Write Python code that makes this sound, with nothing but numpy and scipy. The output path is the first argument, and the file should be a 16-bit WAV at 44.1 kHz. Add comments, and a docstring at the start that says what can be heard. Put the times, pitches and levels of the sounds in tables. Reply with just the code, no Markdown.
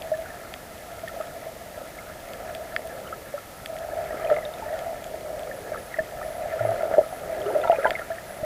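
"""Reef camera in a sealed housing

A small camera in a sealed housing drifts over a shallow reef. Moving water shakes the housing: filtered
noise at a few resonances gives a wavering hum. Bubbles ring as dying sines, snaps as short groups of modes;
dull bumps and one low hum pass by. Rumble, preamplifier hiss and gated electronic buzz lie underneath."""
import sys
import numpy as np
from scipy import signal
from scipy.fft import rfft, irfft, next_fast_len
from scipy.io import wavfile
from scipy.ndimage import uniform_filter1d

SR = 44100
rng = np.random.default_rng(int(sys.argv[2]) if len(sys.argv) > 2 else 0)


def store_pcm(level_fs):
    """Save levels as 16-bit WAV."""
    pcm = np.round(np.clip(level_fs, -1, 1) * 32767).astype(np.int16)
    wavfile.write(sys.argv[1], SR, np.atleast_2d(pcm).T)


N = 372627


def undb(db):
    """Gain of a level in dB."""
    return 10 ** (np.asarray(db) / 20)


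def unit(x):
    """Scaled to rms 1."""
    return x / np.sqrt(np.mean(x ** 2))


def resonate(x, hz, width_hz):
    """Two-pole resonance, gain 1 at the centre."""
    return signal.lfilter(*signal.iirpeak(hz, hz / width_hz, fs=SR), x)


def walk(rate_hz):
    """Random levels held 1 / rate s and slewed twice; rms 1."""
    hold = int(SR / rate_hz)
    steps = np.repeat(rng.standard_normal(N // hold + 1), hold)
    slewed = uniform_filter1d(uniform_filter1d(steps, hold), hold)
    return unit(slewed[:N])


def add(out, start_s, sound):
    """Mix a sound in at a start time, cut at the end of the scene."""
    i = max(int(start_s * SR), 0)
    out[i:i + len(sound)] += sound[:N - i]


def patter(rate_hz, spread_db):
    """Impulses at random moments and of uneven size."""
    hit = rng.random(N) < rate_hz / SR
    impulses = hit * rng.standard_normal(N) * undb(spread_db * rng.random(N))
    return unit(impulses)


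# splashes on the upper resonances: (time [s], level before the resonances [dB], t60 [s])
SPLASHES = [(4.246, -35, .04), (4.2983, -29, 0.12), (4.3408, -29, 0.033), (4.3626, -32, .04),
            (6.938, -31, .03), (7.4615, -37, 0.027), (7.638, -33, 0.053), (7.674, -34, .04),
            (7.716, -36, .04), (7.83, -33, 0.033), (7.845, -37, 0.091), (7.987, -33, .05),
            (1.201, -39, .04)]


def spray():
    """Splashes: decaying noise bursts, treble softened."""
    out = np.zeros(N)
    for start_s, db, t60_s in SPLASHES:
        t = np.arange(int(t60_s * SR)) / SR
        add(out, start_s, undb(db - 60 * t / t60_s) * rng.standard_normal(len(t)))
    return signal.lfilter(*signal.butter(4, 3600, fs=SR), out)


# water moving round the housing: (time [s], hum level [dB], upper resonances level [dB],
# lowest resonances level [dB], hum centre [Hz])
SURGE = [(0.0, -41, -47, -62, 645), (0.38, -44.5, -48, -52, 644), (0.68, -48, -50, -64, 661),
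         (0.94, -45.5, -49, -55, 651), (1.18, -40.5, -47, -53, 638), (1.62, -41, -49, -51, 641),
         (2.04, -45.5, -50, -56, 641), (2.42, -38.5, -47, -45.5, 655), (3.01, -40, -48, -47, 640),
         (3.2, -43.5, -49, -42.5, 629), (3.41, -61, -49.5, -69, 619), (3.65, -43, -51, -55.5, 654),
         (3.88, -35.5, -48, -48.5, 641), (4.23, -33.5, -42, -40, 633), (4.38, -39, -45.5, -47.5, 629),
         (4.78, -30.5, -46, -41, 641), (4.94, -37, -47, -51, 640), (5.15, -40, -49, -43.5, 638),
         (5.41, -35.5, -50, -39, 628), (5.95, -42.5, -45, -46, 641), (6.19, -36, -47, -48, 638),
         (6.52, -30, -44.5, -44.5, 626), (6.68, -34, -42, -36.5, 641), (6.8, -28, -42, -36.5, 644),
         (6.87, -33, -44, -34, 645), (6.99, -31.5, -46, -40, 622), (7.11, -43.5, -46, -51, 661),
         (7.25, -33.5, -47, -40, 627), (7.48, -32, -43, -33, 638), (7.58, -29.5, -43, -35.5, 606),
         (7.7, -30.5, -42, -43, 670), (7.79, -40, -40.5, -42, 609), (7.88, -32, -40, -37.5, 635),
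         (8.02, -47.5, -45, -50.5, 644), (8.14, -46, -46, -56, 654), (8.45, -34, -46, -45, 633)]
# housing resonances: (centre [Hz], nominal width [Hz], relative level [dB])
HOUSING = [(617.7, 61, 2.5), (681.4, 49, -6), (523, 77, -9.5), (413, 86, -14.5), (958, 750, -17),
           (1318, 147, 2), (1707, 136, -1), (2016, 246, -2.5), (2434, 990, -19.5), (3320, 1900, -11)]
UPPER_FROM_HZ, LOWEST_TO_HZ = 1050, 560
WIDEN = 1.77  # each of two cascaded passes is wider than nominal


def surge():
    """Turbulence, slaps and splashes excite three resonance groups with separate swells; the hum drifts."""
    times_s, hum_db, upper_db, lowest_db, hum_hz = np.transpose(SURGE)
    t = np.arange(N) / SR
    hum, uppers, lowest, splashed = np.zeros((4, N))
    slaps = patter(600, 13.0)
    splashes = spray()
    for hz, width_hz, db in HOUSING:
        wide_hz = WIDEN * width_hz
        upper = hz > UPPER_FROM_HZ
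        # small bubbles tick against each high resonance separately; the rest share the slaps
        grain = patter(140, 12.5) if upper else slaps
        flicker_db = 2.64 * walk(32) if upper else 2.46 * walk(14)
        push = (rng.standard_normal(N) + .6 * grain) * undb(flicker_db)
        ringing = resonate(resonate(push, hz, wide_hz), hz, wide_hz)
        group = uppers if upper else hum if hz > LOWEST_TO_HZ else lowest
        group += undb(db) * unit(ringing)
        if upper:
            splash = resonate(resonate(splashes, hz, wide_hz), hz, wide_hz)
            splashed += splash * np.sqrt(5000 / width_hz) * undb(db / 2)
    # shift the hum's spectrum so that its main resonance follows the hum centre
    shift_hz = np.interp(t, times_s, hum_hz) - HOUSING[0][0]
    drift = np.exp(2j * np.pi * np.cumsum(shift_hz) / SR)
    hum = np.real(signal.hilbert(hum, next_fast_len(N))[:N] * drift)
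    out = splashed
    for group, level_db in ((hum, hum_db), (uppers, upper_db), (lowest, lowest_db)):
        out = out + unit(group) * undb(np.interp(t, times_s, level_db))
    return out


RISE_SHARE = 0.013  # least swell time, share of t60
RISE_CYCLES, SMALL_RISE_CYCLES = 0.3, 0.51  # least swell time; small, high bubbles swell more gently
GLIDE_PER_S = 2.3  # big bubbles under the main resonance rise in pitch as they near the surface


def bubble(db, hz, t60_s):
    """A pocket of air rings as a dying sine; it needs at least a part of a cycle to get going."""
    t = np.arange(int(t60_s * SR)) / SR
    cycles = SMALL_RISE_CYCLES if hz > 1050 else RISE_CYCLES
    rise_s = max(RISE_SHARE * t60_s, cycles / hz)
    shape = (1 - np.exp(-t / rise_s)) ** 2 * np.exp(-np.log(1000) * t / t60_s)
    glide_per_s = GLIDE_PER_S if hz < 560 else 0
    tone = np.sin(2 * np.pi * hz * t * (1 + glide_per_s * t / 2))
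    return undb(db) * shape / shape.max() * tone


# loudest bubbles and glugs, mostly near the resonances: (time [s], peak [dB], starting pitch [Hz], t60 [s])
BUBBLES = [(0.05, -31, 663, .08), (0.1153, -15.5, 628, 0.14), (0.1384, -30, 1750, 0.056),
           (0.185, -26.5, 649.5, 0.17), (0.258, -34, 1470, .04), (0.3019, -33, 1771, 0.051),
           (1.0349, -27, 657, 0.094), (1.076, -28.5, 1820, 0.048), (1.092, -34, 1345, 0.071),
           (1.14, -30, 560, 0.059), (1.163, -26.5, 689, 0.046), (1.2018, -20.5, 631, 0.062),
           (1.209, -29.5, 1270, 0.038), (1.281, -32, 663, 0.032), (1.4654, -29, 644, 0.18),
           (1.478, -36, 640, .1), (1.565, -32, 643, 0.043), (1.775, -29.5, 620, 0.06),
           (1.814, -30, 560, 0.055), (1.9865, -33, 2120, .04), (2.098, -30.5, 1333, .02),
           (2.4, -30.5, 665, 0.063), (2.592, -35, 625, 0.031), (2.7216, -31, 1730, 0.036),
           (2.792, -25, 644, 0.027), (2.84, -32.5, 655, 0.31), (3.074, -37, 3009, .02),
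           (3.1259, -24, 1310, 0.047), (3.3387, -22, 580, 0.11), (3.3779, -28.5, 1334, 0.039),
           (3.6902, -31.5, 650, 0.31), (4.1064, -32.5, 1890, 0.036), (4.107, -23.5, 667, 0.042),
           (4.139, -34.5, 315, 0.08), (4.1456, -33, 1330, .05), (4.196, -32, 1220, .05),
           (4.205, -35, 1310, .06), (4.2458, -19, 640, 0.09), (4.2478, -36, 3091, .02),
           (4.262, -20, 636, .04), (4.272, -33, 2480, 0.03), (4.293, -19, 684, 0.05),
           (4.2998, -28, 1850, 0.034), (4.2998, -22, 1314, 0.046), (4.3017, -18, 633, 0.17),
           (4.3091, -31, 433, 0.22), (4.3127, -12, 603, 0.065), (4.3195, -12.5, 618, 0.085),
           (4.3265, -16, 635, 0.038), (4.326, -30, 1345, .066), (4.3364, -17.5, 604, 0.12),
           (4.3641, -28, 1200, 0.028), (4.3644, -24, 2080, 0.021), (4.3706, -18, 640, 0.051),
           (4.3846, -33, 2050, .04), (4.385, -19, 636, 0.026), (4.4245, -34, 1960, 0.044),
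           (4.452, -29, 3680, 0.018), (4.457, -25.5, 605, 0.1), (4.538, -35, 3600, 0.017),
           (4.622, -27.5, 880, 0.1), (4.66, -27.5, 616, 0.11), (4.685, -34, 1890, .03),
           (4.73, -34, 1900, 0.037), (4.758, -36, 1450, 0.046), (4.9305, -24, 636, 0.043),
           (5.055, -33, 680, 0.047), (5.1416, -23.5, 640, 0.042), (5.245, -29, 614, 0.13),
           (5.29, -28, 619, 0.11), (5.5048, -28.5, 625, 0.091), (5.5128, -28.5, 1780, 0.038),
           (5.718, -23.5, 610, 0.061), (5.734, -32, 1600, .03), (5.746, -24.5, 1305, 0.016),
           (5.7579, -24.5, 1280, 0.023), (5.775, -33, 1700, .03), (5.9416, -23, 1890, 0.028),
           (5.972, -33, 1970, .02), (5.9854, -15.5, 636, 0.11), (5.99, -19.5, 1775, 0.046),
           (6.2148, -28, 1280, 0.025), (6.228, -32, 1800, .035), (6.452, -26, 620, 0.13),
           (6.525, -32, 1780, 0.05), (6.566, -21, 624, 0.071), (6.592, -27.5, 1410, 0.062),
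           (6.6074, -18, 615, 0.097), (6.6502, -12, 620, 0.053), (6.6784, -26, 652, 0.1),
           (6.689, -18.5, 653, 0.089), (6.713, -15.5, 658, 0.11), (6.72, -19, 650, 0.032),
           (6.7676, -26, 578, .14), (6.8055, -32, 1380, .06), (6.8315, -14.5, 630, 0.051),
           (6.853, -18, 613, 0.057), (6.879, -23, 646, 0.078), (6.9123, -13.5, 577, 0.02),
           (6.925, -20, 600, 0.014), (6.936, -34, 1680, 0.023), (6.9392, -13, 640, 0.047),
           (6.9709, -15, 620, 0.05), (6.9796, -5.5, 600.3, 0.087), (6.9799, -17, 378, 0.038),
           (6.9894, -6.5, 631, 0.069), (7.0136, -15, 591, 0.037), (7.0358, -32.5, 1296, 0.056),
           (7.126, -23, 720, 0.042), (7.3258, -23, 629, 0.11), (7.3859, -32, 637, 0.034),
           (7.417, -34, 3200, .015), (7.459, -21.5, 395, 0.17), (7.463, -34, 1326, 0.055),
           (7.463, -35, 2920, .012), (7.495, -38, 1330, .03), (7.503, -24, 856, 0.034),
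           (7.514, -39, 1350, .04), (7.5146, -23, 703, 0.037), (7.541, -34, 1320, 0.088),
           (7.549, -15.5, 575, 0.12), (7.5625, -21, 572, 0.044), (7.615, -35.5, 3532, 0.021),
           (7.5488, -42, 1930, 0.046), (7.615, -40, 2520, 0.027), (7.645, -24, 950, .05),
           (7.6369, -23.5, 1364, .07), (7.629, -36, 1980, 0.068), (7.639, -33, 2750, .015),
           (7.6529, -16, 686, 0.026), (7.6733, -22, 640, 0.12), (7.674, -23, 917, 0.066),
           (7.6738, -22.5, 1324, .047), (7.68, -36.5, 3560, .022), (7.6971, -5, 687, 0.047),
           (7.7055, -15.5, 657.5, 0.17), (7.708, -36, 2000, .03), (7.717, -26, 2800, 0.011),
           (7.72, -25, 1360, 0.048), (7.7247, -17, 607, 0.076), (7.7257, -18.5, 845, 0.071),
           (7.738, -39, 2460, 0.044), (7.7584, -32, 2450, 0.044), (7.785, -15.5, 527, 0.044),
           (7.79, -25, 525, 0.16), (7.7897, -27.5, 1370, 0.079), (7.8289, -30, 1980, 0.03),
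           (7.8346, -20, 650, 0.17), (7.8455, -14, 1626, 0.038), (7.8529, -13, 895, 0.059),
           (7.8534, -8, 630, 0.024), (7.855, -19, 1570, 0.022), (7.8651, -27, 2020, 0.043),
           (7.879, -28, 1720, 0.02), (7.898, -17, 620, 0.013), (7.856, -15.5, 1000, 0.085),
           (7.8606, -16.5, 1430, 0.035), (7.871, -31, 3080, 0.017), (7.9147, -17.5, 620, 0.026),
           (7.932, -39, 3600, .015), (7.934, -32, 1330, .03), (7.9527, -20, 2130, .032),
           (7.9616, -29, 2020, .035), (7.987, -27, 1800, 0.014), (7.993, -25, 1840, 0.022),
           (7.994, -25.5, 635, 0.052), (8.017, -26, 1370, 0.033), (8.057, -40, 1850, 0.035),
           (8.101, -21, 660, 0.14), (8.1163, -29.5, 1726, 0.042), (8.1837, -28.5, 1820, 0.026),
           (8.345, -37, 653, 0.06), (8.399, -31, 628, 0.09), (8.4318, -21, 610, 0.16)]
# chance glugs near the main resonance: middle pitch, greatest peak above the hum, middle t60
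GLUG_HZ, GLUG_OVER_DB, GLUG_T60_S = 640, 3.0, 0.09


def bubbles():
    """Big bubbles, chance glugs, and a fizz of small ones that thickens with the surge near resonances."""
    out = np.zeros(N)
    for start_s, db, hz, t60_s in BUBBLES:
        add(out, start_s, bubble(db, hz, t60_s))
    times_s, hum_db, upper_db, *_ = np.transpose(SURGE)
    t = np.arange(N) / SR
    crowd = np.cumsum(undb(.8 * np.interp(t, times_s, upper_db)))  # stronger flow tears off more bubbles
    upper_hz = [hz for hz, _, _ in HOUSING if hz > 700]
    for when, mode, spread, size, cycles in rng.random((1300, 5)):
        start_s = np.interp(when * crowd[-1], crowd, t)
        hz = upper_hz[int(len(upper_hz) * mode)] * (.92 + .16 * spread)
        tilt_db = -9.2 * abs(np.log2(hz / 1500))
        size_db = -1.86 * np.log(1 - .95 * size)  # a few are much louder
        db = np.interp(start_s, times_s, upper_db) + 4.0 + tilt_db + size_db
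        add(out, start_s, bubble(db, hz, (14 + 30 * cycles) / hz))
    for when, spread, size, length in rng.random((40, 4)):
        start_s = when * N / SR
        db = np.interp(start_s, times_s, hum_db) + GLUG_OVER_DB - 6 * size
        hz = GLUG_HZ * (1 + 0.069 * (spread - .5))
        add(out, start_s, bubble(db, hz, GLUG_T60_S * (.5 + length)))
    return out


# shrimp snaps: (time [s], middle group peak before the high-pass [dB], treble re middle [dB],
# low ring re middle [dB], treble ring [Hz])
SNAPS = [(0.0208, -25.5, -18, -19, 7000), (0.5391, -23, -14, -5, 6400), (1.0823, -29, -5, -8, 6630),
         (2.3345, -28.5, -6, -13, 7400), (2.5495, -25, -9, -6, 8400), (2.763, -18, -17, 8, 7300),
         (2.8733, -36, 4, -9.5, 8900), (3.6595, -21.5, -7, -4, 8300), (3.7652, -35, -9, 4, 6680),
         (4.7904, -30, -6.5, -11, 6500), (5.0418, -30.5, -1, -12, 6830), (5.3935, -32, -4, -10, 8230),
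         (5.433, -33, -14, -6, 6500), (6.8223, -36, -2, 7, 8500), (6.937, -42, -8, 15, 7500),
         (7.9063, -17, -14, 3, 7300)]
# snap modes: low and middle groups of (pitch [Hz], nominal t60 [s]);
# treble group of (ratio to the treble ring [1], nominal t60 [s])
SNAP_MODES = [
    [(1360, 0.0092), (1780, 0.016), (2100, 0.011)],
    [(2560, 0.0041), (3330, 0.0047), (4600, 0.0032)],
    [(1, 0.0048), (1.14, 0.0025), (1.66, 0.004)],
]
SNAP_RISE_S, SNAP_SCATTER_DB = .0007, 1.5


def snap_ring(modes, scale, t):
    """Short modes of uneven level, peak 1; alternating signs fill the gaps between neighbours."""
    ring = np.zeros(len(t))
    for k, (hz, t60_s) in enumerate(modes):
        db = SNAP_SCATTER_DB * rng.standard_normal() - 60 * t / t60_s
        ring += (-1) ** k * undb(db) * np.sin(2 * np.pi * hz * scale * t)
    ring *= (1 - np.exp(-t / SNAP_RISE_S)) ** 2
    return ring / np.abs(ring).max()


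def snaps():
    """A claw's collapsing cavity: a quick pulse rings three mode groups; 60 faint chance snaps join."""
    out = np.zeros(N)
    t = np.arange(int(.02 * SR)) / SR
    faint = []
    for when, size, treble, pitch in rng.random((60, 4)):
        faint.append((when * N / SR, -47 + 10.0 * size, 6 * treble - 8.5, -6.1, 6300 + 2600 * pitch))
    low, middle, treble = SNAP_MODES
    for start_s, db, treble_db, low_db, treble_hz in list(SNAPS) + faint:
        add(out, start_s, undb(db + low_db) * snap_ring(low, 1, t))
        add(out, start_s, -undb(db) * snap_ring(middle, 1, t))
        add(out, start_s, undb(db + treble_db) * snap_ring(treble, treble_hz, t))
    return signal.lfilter(*signal.butter(2, 1000, "high", fs=SR), out)


# dull bumps of water against the housing: (time [s], peak [dB])
BUMPS = [(6.005, -26.5), (6.932, -31), (7.666, -32), (7.9, -32), (8.429, -25)]


def bumps():
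    """A soft push: the start of a 110 Hz cycle, dying within a few ms."""
    out = np.zeros(N)
    t = np.arange(int(.04 * SR)) / SR
    push = np.sin(2 * np.pi * 110 * t) * np.exp(-t / 0.00084)
    for start_s, db in BUMPS:
        add(out, start_s, undb(db) * push / push.max())
    return out


HUM_START_S, HUM_ATTACK_S, HUM_HOLD_S, HUM_RELEASE_S = 6.59, 0.022, 0.1, .095
HUM_START_DB, HUM_FADE_DB_PER_S, HUM_START_HZ, HUM_SAG_HZ_PER_S = -30, -24, 117, 65


def low_hum():
    """A brief, nearly pure low tone close by: it swells, fades slowly, stops, and sags in pitch."""
    end_s = HUM_ATTACK_S + HUM_HOLD_S + HUM_RELEASE_S
    t = np.arange(0, end_s, 1 / SR)
    shape = np.clip(np.minimum(t / HUM_ATTACK_S, (end_s - t) / HUM_RELEASE_S), 0, 1) ** 2
    level = undb(HUM_START_DB + HUM_FADE_DB_PER_S * t)
    phase = 2 * np.pi * np.cumsum(HUM_START_HZ - HUM_SAG_HZ_PER_S * t) / SR
    out = np.zeros(N)
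    add(out, HUM_START_S, shape * level * np.sin(phase))
    return out


# colour of sea rumble and preamplifier hiss: (frequency [Hz], relative density [dB per Hz])
FLOOR = [(12, -44.5), (20, -6.5), (70, -1), (392, -6.5), (647, -0.5), (1070, -13.5), (1330, -13),
         (1490, -36), (1760, -17), (2390, -17.5), (4170, -20.5), (14200, -23), (15400, -26)]
FLOOR_DB = -43  # rms before the rumble swells


def floor():
    """Steady preamplifier hiss of fixed colour; the rumble under 300 Hz grows a little with the surge."""
    hz, db = np.transpose(FLOOR)
    colour_db = np.interp(np.log(np.fft.rfftfreq(N, 1 / SR) + 1), np.log(hz), db)
    noise = unit(irfft(rfft(rng.standard_normal(N)) * undb(colour_db), N))
    rumble = signal.lfilter(*signal.butter(2, 300, fs=SR), noise)
    times_s, hum_db, *_ = np.transpose(SURGE)
    surge_db = np.interp(np.arange(N) / SR, times_s, hum_db)
    swell_db = 0.2 * (surge_db + 45.5) + 1.2 * walk(24)
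    return undb(FLOOR_DB) * (undb(swell_db) * rumble + noise - rumble)


# bands that buzz once a frame: (centre [Hz], width [Hz], level [dB])
WHINE = [(10300, 200, -65.5), (11570, 150, -66.5), (14150, 240, -64), (9800, 200, -70)]
# bursts of faster buzz: (start [s], length [s])
BURSTS = [(5.537, 0.091), (5.776, 0.13), (6.226, 0.19), (6.629, 0.135), (7.022, .173), (7.47, 0.15),
          (7.788, .112), (8.262, 0.14)]
FRAME_HZ, BURST_HZ, BURST_DB = 59.94, 137, -55


def electronics():
    """Narrow hiss gated once a frame, and bursts of hiss pulsed twice per cycle of a faster rate."""
    t = np.arange(N) / SR
    frame_gate = .15 + (FRAME_HZ * t % 1 < .45)
    out = np.zeros(N)
    for hz, width_hz, db in WHINE:
        band = unit(resonate(frame_gate * rng.standard_normal(N), hz, width_hz))
        out += undb(db + 0.96 * walk(4.13)) * band
    first_pulse = np.exp(-(BURST_HZ * t % 1) / 0.25)
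    second_pulse = np.exp(-((BURST_HZ * t + .6) % 1) / 0.12)
    chatter = (0.18 + first_pulse + second_pulse) * rng.standard_normal(N)
    band_pass = signal.butter(2, (9850, 11250), "band", fs=SR, output="sos")
    chatter = unit(signal.sosfilt(band_pass, chatter))
    active = np.zeros(N)
    for start_s, length_s in BURSTS:
        active += (t > start_s) & (t < start_s + length_s)
    active = uniform_filter1d(active, size=600)  # soft edges
    return out + chatter * undb(BURST_DB + 1.5 * walk(25)) * active


WANDER_HZ, WANDER_RMS_HZ, WANDER_HALF_WIDTH_HZ = 11000, 340, 200
WANDER_DB = -65  # before the carrier


def wander():
    """Faint electronic hiss: low-passed noise on a slowly drifting carrier."""
    band = unit(signal.lfilter(*signal.butter(2, WANDER_HALF_WIDTH_HZ, fs=SR), rng.standard_normal(N)))
    level = undb(WANDER_DB + 2.5 * walk(6))
    carrier_hz = WANDER_HZ + WANDER_RMS_HZ * walk(3)
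    return level * band * np.sin(2 * np.pi * np.cumsum(carrier_hz) / SR)


# dead spot between the resonance groups: (centre [Hz], width [Hz], share removed [1])
DEAD_SPOT = (1068, 170, 0.56)


def scene():
    """Water sounds reach the microphone through the housing; floor and electronics join after."""
    hz, width_hz, share = DEAD_SPOT
    water = surge() + bubbles() + snaps() + bumps() + low_hum()
    heard = water - min(share, 1) * resonate(water, hz, width_hz)
    return (heard + floor() + electronics() + wander())[None]


TOP_HZ = 15500


def record(dry):
    """The recorder cuts the top with a steep low-pass."""
    return signal.sosfilt(signal.ellip(10, .2, 60, TOP_HZ, fs=SR, output="sos"), dry)


dry = scene()
out = record(dry)
store_pcm(out)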